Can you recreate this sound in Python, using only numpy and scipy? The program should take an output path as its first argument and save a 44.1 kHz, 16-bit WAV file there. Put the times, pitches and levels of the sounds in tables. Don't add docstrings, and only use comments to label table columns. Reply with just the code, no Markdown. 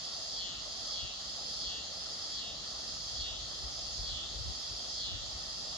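import sys
import numpy as np
from scipy import signal
from scipy.fft import rfft, irfft, next_fast_len
from scipy.io import wavfile
from scipy.ndimage import uniform_filter1d, map_coordinates

SR = 44100
rng = np.random.default_rng(int(sys.argv[2]) if len(sys.argv) > 2 else 0)


def to_wav(s):
    ch = np.atleast_2d(s).T
    pcm = np.round(np.clip(ch, -1, 1) * 32767)
    wavfile.write(sys.argv[1], SR, pcm.astype(np.int16))


N = 254456

# swoop_middle_s, buzz_db, slack_change_db, slack_main_pitch_hz, slack_low_pitch_hz
CALLS = [(.405, 0.5, 0.5, 3880, 2900), (.97, 2, -0.5, 3850, 2860), (1.665, 1.5, 0.5, 4040, 2970),
         (2.39, 1, -0.7, 3850, 2940), (3.218, 0.5, 4.3, 3594, 3010), (4.098, 0.5, 4, 3670, 3060),
         (5.025, 1, 4, 3680, 3020), (6.05, 1, -2, 3650, 3100)]
# place_in_cycle_share, level_db, pitch_relative_to_resonance
RIBS = [(0, 0, 1), (.16, -15, 1.08), (.487, 0, 1), (.63, -8, .93)]
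# pitch_hz, t60_s, level_db
BODY_MODES = [(4090, .0028, -21), (4270, .02, -29), (4600, .025, -28), (5340, .014, -21), (5520, .014, -29)]
# pitch_hz, gain_db
RADIATION = [(1500, -58), (2350, -35), (2580, 0), (2760, 8), (2950, -1), (3300, 1.5), (3700, 1), (4050, 5),
             (4450, 5), (4750, 4.5), (4970, 6.5), (5150, 3.2), (5480, 5.5), (5720, 0.5), (6200, 6),
             (6550, 3.5), (7600, 3.5), (8200, -1), (9100, -6), (9800, 1.5), (10700, -13.5), (13000, -59)]
# pitch_hz, lead_radians
CICADA_LEAD = [(2750, 2.2), (2950, 2.5), (3300, 1.6), (3900, .6), (4500, .2), (4950, -1.6), (5400, -2.8),
               (6200, -.8), (7000, 1), (9500, 3)]
# pitch_hz, t60_s
TREE_DECAY = [(2500, 0.34), (5000, 0.84), (10000, 0.19)]
# pitch_hz, level_db_per_hz (relative)
CHORUS_COLOR = [(2000, -20), (2550, -19.5), (2760, -17.5), (3080, -6), (3250, 3), (3480, -4), (4400, -4),
                (4700, 1.5), (4920, 1.5), (5150, -2.5), (5450, -5.5), (5720, -4.5), (6200, -5), (6600, -1),
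                (7300, -10.5), (8200, -26.5), (11500, -32), (13000, -35)]
# pitch_hz, level_db_per_hz (relative)
RIVER_COLOR = [(25, -22), (60, 2), (90, -5), (160, 1), (260, -2.5), (420, -4.5), (650, 2.5), (810, 0.5),
               (970, -9), (1300, -1.5), (1580, -10), (1880, -4), (2250, -14.5), (5000, -2.5), (14000, -73)]
# pitch_hz, likeness (1 = the same)
RIVER_ALIKE = [(100, 0.96), (700, 0.71), (1300, 1), (1750, 0.054), (3000, 0.22)]
# pitch_hz, lead_radians
RIVER_LEAD = [(100, 0.075), (600, 0.54), (900, 1.45), (1250, 0.53), (1700, 2.74), (2500, 5.9)]
# pitch_hz, left_minus_right_db
RIVER_SIDE = [(200, 0.5), (800, 2), (1080, 10.5), (1500, -2.5), (2100, -1), (3000, 2)]
# pitch_hz, level_db_per_hz (relative)
BUFFET_COLOR = [(18, -26), (32, -16), (48, 3.5), (62, 2), (85, -6), (120, -8.5), (170, -30.5), (400, -34),
                (1000, -120)]
# time_s, level_db
BREEZE = [(0, -70), (.5, -56.5), (1.5, -59.5), (2.6, -57.5), (3.4, -53.5), (3.9, -52), (4.7, -58.5),
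          (5.25, -50), (5.77, -58)]
# peak_time_s, peak_db
PUFFS = [(1.04, -44.5), (1.68, -49.5), (3.15, -48), (3.22, -41.5), (3.33, -48), (3.42, -46.5), (3.65, -41),
         (4.012, -39), (4.121, -42.5), (4.17, -49), (4.355, -45.5), (4.405, -40.5), (4.485, -36),
         (4.73, -44.5), (5.145, -41.5), (5.23, -47.5), (5.37, -45)]

LOCKED_HZ, LOCKED_HZ_PER_S = 183.6, .46
LOOSE_PACE, HURRY_S = .745, .06
LOCK_LEAD_S = .04
SETTLE_LEAD_S, SETTLE_S = .008, .015
LOOSE_SCATTER_MS, LOCKED_SCATTER_MS = .065, .011
PITCH_PER_MS = .25

SWOOP_LEAD_S, SWOOP_S = .066, .07
HOLD_S = .13
RECOVER_S, RECOVER_SCATTER = .092, .35

TAUT_HZ, TAUT_T60, SLACK_T60 = 4940, .0037, .004
BUZZ_HZ, BUZZ_T60, BUZZ_DB = 4940, .02, -16
OCTAVE_T60 = .003
LOW_HZ, LOW_T60, LOW_SLACK_T60 = 3290, .01, .0055
LOW_DB, LOW_LOCKED_DB, LOW_SLACK_DB = -18, 11.5, 6

SECOND_DB, SECOND_LOCKED_DB = -3.5, -8
SWELL_DB, SWELL_S = 3.3, .06
TIRE_AFTER_S, TIRE_S = .105, .018
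REST_DB, REST_S = -3, 0.21
DIRECT_DB, NEAR_DB, FAR_DB = -46, -48, -45.5
PUFF_RISE_S, PUFF_FALL_S = 0.032, 0.029
TOP_HZ = 12600


def amp(db):
    return 10 ** (np.asarray(db) / 20)


def unit(x):
    return x / np.sqrt(np.mean(x ** 2) + 1e-20)


def along(points, hz):
    f, v = np.transpose(points)
    return np.interp(np.log(hz + 1), np.log(f + 1), v)


def wobble(rate):
    knots = rng.standard_normal(int(N * rate / SR) + 4)
    return map_coordinates(knots, [np.arange(N) * rate / SR])


def filtered(x, response):
    m = next_fast_len(N + SR // 2)
    spectrum = rfft(x, m) * response(np.fft.rfftfreq(m, 1 / SR))
    return irfft(spectrum, m)[..., :N]


def ports(lead, side_db):
    phase = np.exp(.5j * np.array([lead, -lead]))
    return phase * amp(np.array([side_db, -side_db]).reshape(2, -1) / 2)


def rush(spectrum, alike, patchy_db):
    z = signal.stft(rng.standard_normal((2, N)), nperseg=512)[2]
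    field = uniform_filter1d(rng.standard_normal(z.shape[1:]), size=6, axis=0)
    field = uniform_filter1d(field, size=14, axis=1)
    pair = signal.istft(z * amp(patchy_db * unit(field)), nperseg=512)[1][:, :N]

    def color_and_width(hz):
        turn = np.arccos(np.clip(along(alike, hz), -1, 1)) / 2
        return amp(along(spectrum, hz)) * [np.cos(turn), np.sin(turn)]

    mid, side = filtered(pair, color_and_width)
    return unit(np.array([mid + side, mid - side]))


def rise(x):
    return .5 + .5 * np.tanh(x / 2)


def phrase(at):
    swoop = np.transpose(CALLS)[0]
    call = np.searchsorted(swoop[:-1] + HOLD_S, at)
    let_go = np.append(-np.inf, swoop + HOLD_S)
    return call, at - swoop[call], at - let_go[call]


def locking(from_swoop):
    return np.exp(np.minimum(from_swoop + LOCK_LEAD_S, 0) / HURRY_S)


def buckles(rib_drift=0.0038, pace_wander=0.025):
    now = np.arange(N) / SR
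    _, from_swoop, _ = phrase(now)
    locked_rate = LOCKED_HZ + LOCKED_HZ_PER_S * now
    pace = LOOSE_PACE + pace_wander * wobble(12)
    rate = locked_rate * (pace + (1 - pace) * locking(from_swoop))
    cycles = np.cumsum(rate) / SR
    cycle, rib = np.divmod(np.arange(int(cycles[-1]) * len(RIBS)), len(RIBS))
    call = phrase(np.interp(cycle, cycles, now))[0]
    drift = rib_drift * rng.standard_normal((len(CALLS), len(RIBS)))[call, rib]
    place = np.transpose(RIBS)[0][rib]
    return np.interp(cycle + place + drift, cycles, now), rib


def cicada(octave_db=-12, octave_locked_db=-6, slack_db=-26, scatter_db=1.0):
    at, rib = buckles()
    _, rib_db, rib_pitch = np.array(RIBS)[rib].T
    swoop, *columns = np.transpose(CALLS)
    call_db, hold_db, slack_hz, low_slack_hz = (np.interp(at, swoop, column) for column in columns)
    _, from_swoop, since_last = phrase(at)
    lock = locking(from_swoop)
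    in_step = rise((from_swoop + SETTLE_LEAD_S) / SETTLE_S)
    chance = rng.standard_normal((len(at), 4))

    drop = 1 - np.exp(-(np.maximum(from_swoop + SWOOP_LEAD_S, 0) / SWOOP_S) ** 2)
    recover_s = RECOVER_S * np.exp(RECOVER_SCATTER * chance[:, 3])
    slack = np.maximum(drop, np.exp(-(since_last / recover_s) ** 2))

    scatter_ms = LOOSE_SCATTER_MS + in_step * (LOCKED_SCATTER_MS - LOOSE_SCATTER_MS)
    at = np.abs(at + chance[:, 0] * scatter_ms / 10 ** 3)
    pitch_scatter = 1 + PITCH_PER_MS * scatter_ms * chance[:, 1]
    hz = (TAUT_HZ + slack * (slack_hz - TAUT_HZ)) * rib_pitch * pitch_scatter

    tired = np.maximum(rise((from_swoop - TIRE_AFTER_S) / TIRE_S), np.exp(-since_last / REST_S))
    swell_db = SWELL_DB * np.exp(-np.abs(from_swoop) / SWELL_S)
    effort_db = call_db + slack * hold_db + swell_db + REST_DB * tired
    second_db = (SECOND_DB + SECOND_LOCKED_DB * in_step) * (rib >= 2)
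    random_db = scatter_db * (1.5 - in_step / 2) * chance[:, 2]
    size = amp(effort_db + rib_db + second_db + random_db)

    index = np.ceil(at * SR).astype(int)[:, None] + np.arange(SR // 40)
    t = index / SR - at[:, None]

    def ring(f, t60):
        return np.sin(2 * np.pi * f * t) * np.exp(-np.log(1000) * t / t60)

    abdomen = ring(hz[:, None], np.interp(slack, [0, 1], [TAUT_T60, SLACK_T60])[:, None])
    octave = amp(octave_db + octave_locked_db * lock)[:, None] * ring(2 * hz[:, None], OCTAVE_T60)
    bright = amp(BUZZ_DB) * ring(BUZZ_HZ, BUZZ_T60) + octave

    sunk = slack ** 1.6
    low_hz = LOW_HZ + sunk * (low_slack_hz - LOW_HZ)
    low_db = LOW_DB + LOW_LOCKED_DB * np.maximum(lock, sunk) + LOW_SLACK_DB * sunk
    low_t60 = np.interp(sunk, [0, 1], [LOW_T60, LOW_SLACK_T60])
    low = amp(low_db)[:, None] * ring(low_hz[:, None], low_t60[:, None])
    body = sum(amp(level) * ring(f, t60) for f, t60, level in BODY_MODES)

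    click = abdomen + amp(slack_db * slack)[:, None] * bright + body - low
    song = np.bincount(index.ravel(), (size[:, None] * click).ravel(), N)[:N]
    return unit(filtered(song, lambda f: amp(along(RADIATION, f))))


def echo(x, decay):
    hz, t, z = signal.stft(rng.standard_normal((2, SR // 2)), SR, nperseg=256)
    fade = np.exp(-np.log(1000) * t / along(decay, hz)[:, None])
    tail = signal.istft(z * fade, SR, nperseg=256)[1]
    for _ in range(3):
        tail = irfft(np.exp(1j * np.angle(rfft(tail, 2 * SR))))[:, :SR // 2]
    return unit(signal.fftconvolve(x[None], tail, axes=1)[:, :N])


def singer():
    song = cicada()
    direct = filtered(song, lambda hz: ports(along(CICADA_LEAD, hz), side_db=0.5))
    branches = echo(song, [(4000, 0.087)])
    bank = echo(song, TREE_DECAY)
    return amp(DIRECT_DB) * direct + amp(NEAR_DB) * branches + amp(FAR_DB) * bank


def chorus(level_db=-46, stroke_hz=135, throb=0.056):
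    strokes = np.cumsum(stroke_hz + 3 * wobble(6.1)) / SR
    alike = [(3000, -0.15), (4200, 0.65), (5400, 0.14), (7000, 0.063)]  # pitch_hz, left-right likeness
    sizzle = rush(CHORUS_COLOR, alike, patchy_db=1.5)
    swell = amp(level_db + 0.031 * wobble(4.7)) * (1 + throb * np.sin(2 * np.pi * strokes))
    return swell * sizzle * amp([[-.7], [.7]])


def river(level_db=-51.0):
    water = rush(RIVER_COLOR, RIVER_ALIKE, patchy_db=1.5)
    return amp(level_db) * filtered(water, lambda hz: ports(along(RIVER_LEAD, hz), along(RIVER_SIDE, hz)))


def wind(level_db=-2.0, flutter_db=1.5, flutter_rate=16):
    now = np.arange(N) / SR
    breeze = amp(np.interp(now, *np.transpose(BREEZE)) + flutter_db * wobble(flutter_rate))
    puffs = np.zeros(N)
    for peak_s, peak_db in PUFFS:
        width_s = np.where(now < peak_s, PUFF_RISE_S, PUFF_FALL_S)
        puffs += amp(peak_db) * np.exp(-((now - peak_s) / width_s) ** 2)
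    lumps = rush(BUFFET_COLOR, [(50, 0.59)], patchy_db=-1.5)
    power = uniform_filter1d(np.mean(lumps ** 2, axis=0), size=SR // 16)
    strength = np.sqrt(np.abs(power) + 1e-6)
    return amp(level_db) * np.hypot(breeze, puffs) * lumps / strength * amp([[1.5], [-1.5]])


def scene():
    return singer() + chorus() + river() + wind()


def record(dry):
    return filtered(dry, lambda hz: hz < TOP_HZ)


dry = scene()
out = record(dry)
to_wav(out)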